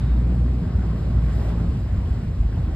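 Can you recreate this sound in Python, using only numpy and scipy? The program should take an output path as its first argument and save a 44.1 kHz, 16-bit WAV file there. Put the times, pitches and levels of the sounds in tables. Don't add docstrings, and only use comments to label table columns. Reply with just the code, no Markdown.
import sys
import numpy as np
from scipy import signal
from scipy.fft import rfft, irfft, next_fast_len
from scipy.io import wavfile

SR = 44100
rng = np.random.default_rng(int(sys.argv[2]) if len(sys.argv) > 2 else 0)


def digitize_waveform(pressure):
    field = np.atleast_2d(pressure).T
    bounded = np.clip(field, -1, 1)
    quanta = np.round(bounded * 32767).astype(np.int16)
    wavfile.write(sys.argv[1], SR, quanta)


N = 121275
T = np.arange(N) / SR


def from_db(db):
    return 10 ** (np.asarray(db) / 20)


def rms_one(x):
    return x / np.sqrt(np.mean(x ** 2) + 1e-20)


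def in_time(rows):
    return np.interp(T, *np.transpose(rows))


def at_hz(points, hz):
    table_hz, values = np.transpose(points)
    return np.interp(np.log(hz), np.log(table_hz), values)


def drift(rate):
    step, warm_up = 40, 2000
    r = np.exp(-2 * np.pi * rate * step / SR)
    noise = rng.standard_normal(N // step + warm_up + 2)
    slow = rms_one(signal.lfilter([1], [1, -2 * r, r * r], noise)[warm_up:])
    return np.interp(np.arange(N) / step, np.arange(len(slow)), slow)


def swell(start, rise, hold, fall):
    attack = np.clip((T - start) / rise, 0, 1)
    return attack * np.exp(-np.maximum(T - start - rise - hold, 0) / fall)


def water_noise(spectrum, patchy_db, surge_db, flicker_rate):
    # (frequency [Hz], side minus mid [dB])
    width = [(55, -37.5), (110, -28), (180, -23), (280, -11.5), (450, -12), (850, -6), (1700, -10),
             (2600, -4), (4200, -5.5), (5200, -9.5), (6000, -28), (12000, -27)]
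    edges = 20 * 2 ** (np.arange(30) / 3)
    surge = surge_db * drift(flicker_rate / 2)
    white = rng.standard_normal((2, 2, N + SR // 4))
    out = 0
    for k, (low, high) in enumerate(zip(edges, edges[1:])):
        if high < spectrum[0][0] or low > spectrum[-1][0]:
            continue
        hz = np.sqrt(low * high)
        band = signal.butter(2, [low, high], "band", fs=SR, output="sos")
        mid, side = signal.sosfilt(band, white[k % 2])[:, -N:]
        stereo = mid + from_db(at_hz(width, hz)) * side * [[1], [-1]]
        flicker = patchy_db * drift(flicker_rate)
        out = out + from_db(at_hz(spectrum, hz) + surge + flicker) * stereo
    return rms_one(out)


def resonant_noise(hz, width_hz):
    r = np.exp(-np.pi * width_hz / SR)
    a = [1, -2 * r * np.cos(2 * np.pi * hz / SR), r * r]
    once = signal.lfilter([1, 0, -1], a, rng.standard_normal(N))
    return rms_one(signal.lfilter([1, 0, -1], a, once))


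def grains(per_s, low_hz, high_hz, cycles, spread_db, tilt_db, pan_db, count):
    born = np.flatnonzero(rng.random(N) < per_s / SR)
    size = from_db(spread_db * np.minimum(rng.exponential(1, N), 4)) * rng.choice([-1, 1], N)
    dealt = rng.integers(0, count, N)
    pan = pan_db * rng.standard_normal(N)
    out = 0
    for k, hz in enumerate(np.geomspace(low_hz, high_hz, count)):
        at = born[dealt[born] == k]
        clicks = np.full((2, N), 1e-18)
        clicks[:, at] = size[at] * from_db(pan[at] * [[.5], [-.5]])
        w = 2 * np.pi * hz / SR
        r = np.exp(-np.log(1000) * hz / (cycles * SR))
        ringing = signal.lfilter([0, np.sin(w)], [1, -2 * r * np.cos(w), r * r], clicks)
        out = out + from_db(tilt_db * np.log2(hz / low_hz)) * ringing
    return rms_one(out)


def engine():
    # (time [s], firing rate [Hz])
    speed = [(0, 58.62), (.3, 60.15), (.72, 62.24), (.88, 57.26), (1.3, 57.23), (1.65, 56.21), (2.0, 57.4),
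             (2.25, 51.89), (2.75, 53.19)]
    # (time [s], relative level [dB])
    load = [(0, -23), (.06, -20), (.14, -14.5), (.3, -20.5), (.45, -17.5), (.59, -19.5), (.65, -36),
            (.71, -32.5), (.76, -16.5), (.9, -25), (.99, -39), (1.06, -21.5), (1.25, -16.5), (1.35, -19),
            (1.49, -24), (1.62, -19.5), (1.76, -34), (1.99, -29.5), (2.2, -31.5), (2.43, -26), (2.75, -25)]
    # (time [s], relative level [dB])
    growl = [(0, -21), (.25, -18.5), (.6, -21.5), (1.0, -22.5), (1.25, -24), (1.65, -19.5), (1.85, -28),
             (2.75, -25.5)]
    # (multiple of the firing rate, relative level [dB])
    harmonics = [(1, 0), (2, -11), (3, -12.5), (4, -20), (5, -32), (6, -35)]
    engine_db, waver_db = -1.5, 1.5
    firing_hz = in_time(speed) * (1 + 0.0074 * drift(10.1))
    phase = 2 * np.pi * np.cumsum(firing_hz) / SR
    out = 0
    for multiple, db in harmonics:
        level = in_time(load) if multiple == 1 else in_time(growl) + waver_db * drift(3.74)
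        tone = np.sqrt(2) * np.sin(multiple * phase + 2 * np.pi * rng.random())
        out = out + from_db(engine_db + db + level) * tone
    return out


def floor_pan():
    # (time [s], relative level [dB])
    buffet = [(0, -26.5), (.2, -25.5), (.6, -28), (.7, -27), (.92, -25), (1.3, -25), (1.65, -26),
              (1.85, -27), (2.15, -28), (2.3, -28), (2.42, -30.5), (2.6, -27), (2.75, -27)]
    # (frequency [Hz], relative level per Hz [dB])
    rumble_colour = [(40, -18.5), (55, -4.5), (72, 1), (100, 0.5), (140, -5.5), (190, -8.5), (270, -20.5),
                     (400, -33.5)]
    # (time [s], level [dB])
    heave = [(0, -34.5), (.8, -34), (1.0, -35.5), (1.25, -30.5), (1.55, -32), (1.85, -34.5), (2.22, -35.5),
             (2.45, -31), (2.75, -30.5)]
    # (frequency [Hz], relative level per Hz [dB])
    boom_colour = [(22, -23.5), (33, -13.5), (46, 2.5), (58, -3), (75, -12)]
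    # (time [s], level [dB])
    roar_level = [(0, -48.5), (.22, -35.5), (.65, -36), (.8, -37.5), (.95, -36.5), (1.15, -39.5),
                  (1.32, -41), (1.47, -37), (1.7, -37.5), (1.85, -42), (2.08, -39.5), (2.35, -41),
                  (2.62, -38.5), (2.75, -41.5)]
    # (frequency [Hz], relative level per Hz [dB])
    roar_colour = [(190, -3.5), (240, 1), (310, -7), (410, -8.5), (520, -20)]
    rumble = water_noise(rumble_colour, patchy_db=0.0, surge_db=0.76, flicker_rate=12)
    boom = water_noise(boom_colour, patchy_db=3.0, surge_db=2.5, flicker_rate=4.8)
    roar = water_noise(roar_colour, patchy_db=0.5, surge_db=1.0, flicker_rate=14)
    out = from_db(0.96 + in_time(buffet)) * rumble
    out = out + from_db(in_time(heave)) * boom
    return out + from_db(in_time(roar_level)) * roar


def thumps():
    # (time [s], pitch [Hz], peak level [dB])
    hits = [(.068, 139.5, -19), (.618, 165.4, -19), (0.753, 94.4, -16.5), (1.544, 77, -19.5),
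            (1.682, 65, -14), (1.748, 130.5, -19.5), (1.924, 80.5, -18), (1.978, 58.16, -16),
            (2.057, 84, -21.5), (2.106, 68, -13.5), (2.268, 90, -21), (2.4, 56.4, -13), (2.458, 59.35, -14),
            (2.555, 95, -22), (2.587, 128, -18.5), (2.634, 78.7, -14.5), (2.7, 66, -21)]
    rise_s = 0.009
    out = 0
    for start, hz, db in hits:
        age = np.maximum(T - start, 0)
        push = age / rise_s * np.exp(1 - age / rise_s)
        out = out + from_db(db) * push * np.sin(2 * np.pi * hz * age)
    return out


def wheel_arches():
    # (time [s], relative level [dB])
    flow = [(0, -44.5), (.3, -44.5), (.6, -45), (.85, -44), (1.2, -44.5), (1.62, -44), (1.78, -45.5),
            (2.15, -46), (2.45, -48), (2.57, -46), (2.75, -43.5)]
    # (frequency [Hz], relative level per Hz [dB])
    wash_colour = [(250, -5.5), (400, -1.5), (500, -0.5), (720, -1), (900, -5.5), (1100, -6.5), (1700, -10),
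                   (2400, -18.5), (3500, -28.5), (5000, -23.5)]
    wash_db, ring_db, gurgle_db = 0.1, -13.5, -6
    wash = water_noise(wash_colour, patchy_db=1.5, surge_db=.5, flicker_rate=12.7)
    ring = resonant_noise(1083, width_hz=110)
    gurgle = grains(200, low_hz=296, high_hz=2340, cycles=20, spread_db=6.0, tilt_db=-7.0,
                    pan_db=5.5, count=22)
    mix = from_db(wash_db) * wash + from_db(ring_db) * ring + from_db(gurgle_db) * gurgle
    return from_db(in_time(flow)) * mix


def spray_burst():
    return swell(1.27, rise=0.07, hold=0.13, fall=.05)


def wave():
    # (frequency [Hz], relative level per Hz [dB])
    spray_colour = [(1000, 4), (1600, 8.5), (2500, 2), (4500, 1.5), (8000, -6.5), (13000, -12)]
    # (frequency [Hz], relative level per Hz [dB])
    pour_colour = [(200, 2), (300, 1), (480, -1), (680, 3), (1000, -12), (1600, -15), (2500, -25.5)]
    # (frequency [Hz], relative level per Hz [dB])
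    slap_colour = [(200, 1), (350, 2), (700, -9), (1500, -5), (3000, -10), (6000, -22), (12000, -30)]
    spray_db, pour_db, slap_db = -54, -43, -43.5
    spray = water_noise(spray_colour, patchy_db=1.0, surge_db=.7, flicker_rate=40)
    pour = water_noise(pour_colour, patchy_db=1.0, surge_db=.7, flicker_rate=40)
    slap = water_noise(slap_colour, patchy_db=1.0, surge_db=.7, flicker_rate=40)
    out = from_db(spray_db) * spray_burst() * spray
    out = out + from_db(pour_db) * swell(1.35, rise=0.03, hold=0.18, fall=0.06) * pour
    return out + from_db(slap_db) * swell(1.472, rise=.022, hold=0, fall=0.028) * slap


def splashes():
    # (time [s], centre frequency [Hz], level [dB])
    slaps = [(.09, 1500, -53), (0.921, 520, -46), (1.40, 1279, -52), (1.41, 680, -43), (1.453, 289, -36.5),
             (1.514, 776, -47), (1.536, 285, -39.5), (1.575, 720, -45.5), (1.68, 710, -48.5),
             (2.14, 3000, -58), (2.52, 1379, -51), (2.565, 750, -45), (2.671, 890, -54)]
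    out = 0
    for start, hz, db in slaps:
        burst = swell(start, rise=.006, hold=0.0076, fall=.018)
        out = out + from_db(db) * burst * resonant_noise(hz, width_hz=0.66 * hz)
    return out


def windscreen():
    # (time [s], relative level [dB])
    hiss_level = [(0, 0), (.25, -1), (.6, -1), (.82, 0), (1.2, 0.8), (1.7, -0.5), (2.15, -0.5), (2.3, -1),
                  (2.75, -1)]
    # (frequency [Hz], relative level per Hz [dB])
    hiss_colour = [(1500, -12.5), (2100, -1.5), (2650, 2.5), (3200, -3), (3900, -4.5), (4700, -3),
                   (6000, -10.5), (8000, -10), (10500, -22), (12500, -17.5), (15000, -21)]
    hiss_db, drops_db = -55.5, -72
    hiss = water_noise(hiss_colour, patchy_db=1.0, surge_db=.5, flicker_rate=10)
    drops_per_s = 450 * (1 + 6.2 * spray_burst())
    drops = grains(drops_per_s, low_hz=2000, high_hz=8000, cycles=14, spread_db=3.5, tilt_db=0,
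                   pan_db=1, count=14)
    return from_db(hiss_db + in_time(hiss_level)) * hiss + from_db(drops_db) * drops


def wiper():
    # (frequency [Hz], relative level [dB])
    resonances = [(2830, -4.5), (3700, 0.5), (4480, -5)]
    rub_db, squeal_db = -56.5, -65
    rub = swell(0, rise=0.0054, hold=0, fall=0.07) * resonant_noise(3080, width_hz=2600)
    squeal = 0
    for hz, db in resonances:
        squeal = squeal + from_db(squeal_db + db) * resonant_noise(hz, width_hz=70)
    return from_db(rub_db) * rub + swell(0, rise=0.0054, hold=.2, fall=.015) * squeal


def microphone_ports(pair):
    # (frequency [Hz], lead of left over right [radians])
    port_phase = [(0, 0), (100, -.02), (170, -.1), (330, -.5), (520, -.6), (900, -.25), (1250, -.4),
                  (1850, .2), (2450, 1.9), (3000, 2.0), (4000, .8), (4600, 1.9), (5100, 1.6), (5950, 3.14),
                  (7600, 6.1), (8800, 6.9), (10200, 9.4), (12000, 12.3), (14000, 13.8)]
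    # (frequency [Hz], left minus right [dB])
    port_balance = [(90, 0), (220, -0.69), (430, 0.83), (1160, .8), (2500, -1), (5000, -1), (8300, 0.21)]
    size = next_fast_len(N + SR // 4)
    hz = np.fft.rfftfreq(size, 1 / SR) + 1e-3
    lead = np.interp(hz, *np.transpose(port_phase))
    balance = at_hz(port_balance, hz)
    left = from_db(balance / 2)
    right = from_db(-balance / 2) * np.exp(-1j * lead)
    return irfft(rfft(pair, size) * np.array([left, right]), size)[:, :N]


def scene():
    water = floor_pan() + wheel_arches() + wave() + splashes()
    glass = windscreen() + wiper()
    return engine() + thumps() + microphone_ports(water + glass)


def record(dry):
    return signal.sosfilt(signal.cheby2(12, 70, 15620, fs=SR, output="sos"), dry)


dry = scene()
out = record(dry)
digitize_waveform(out)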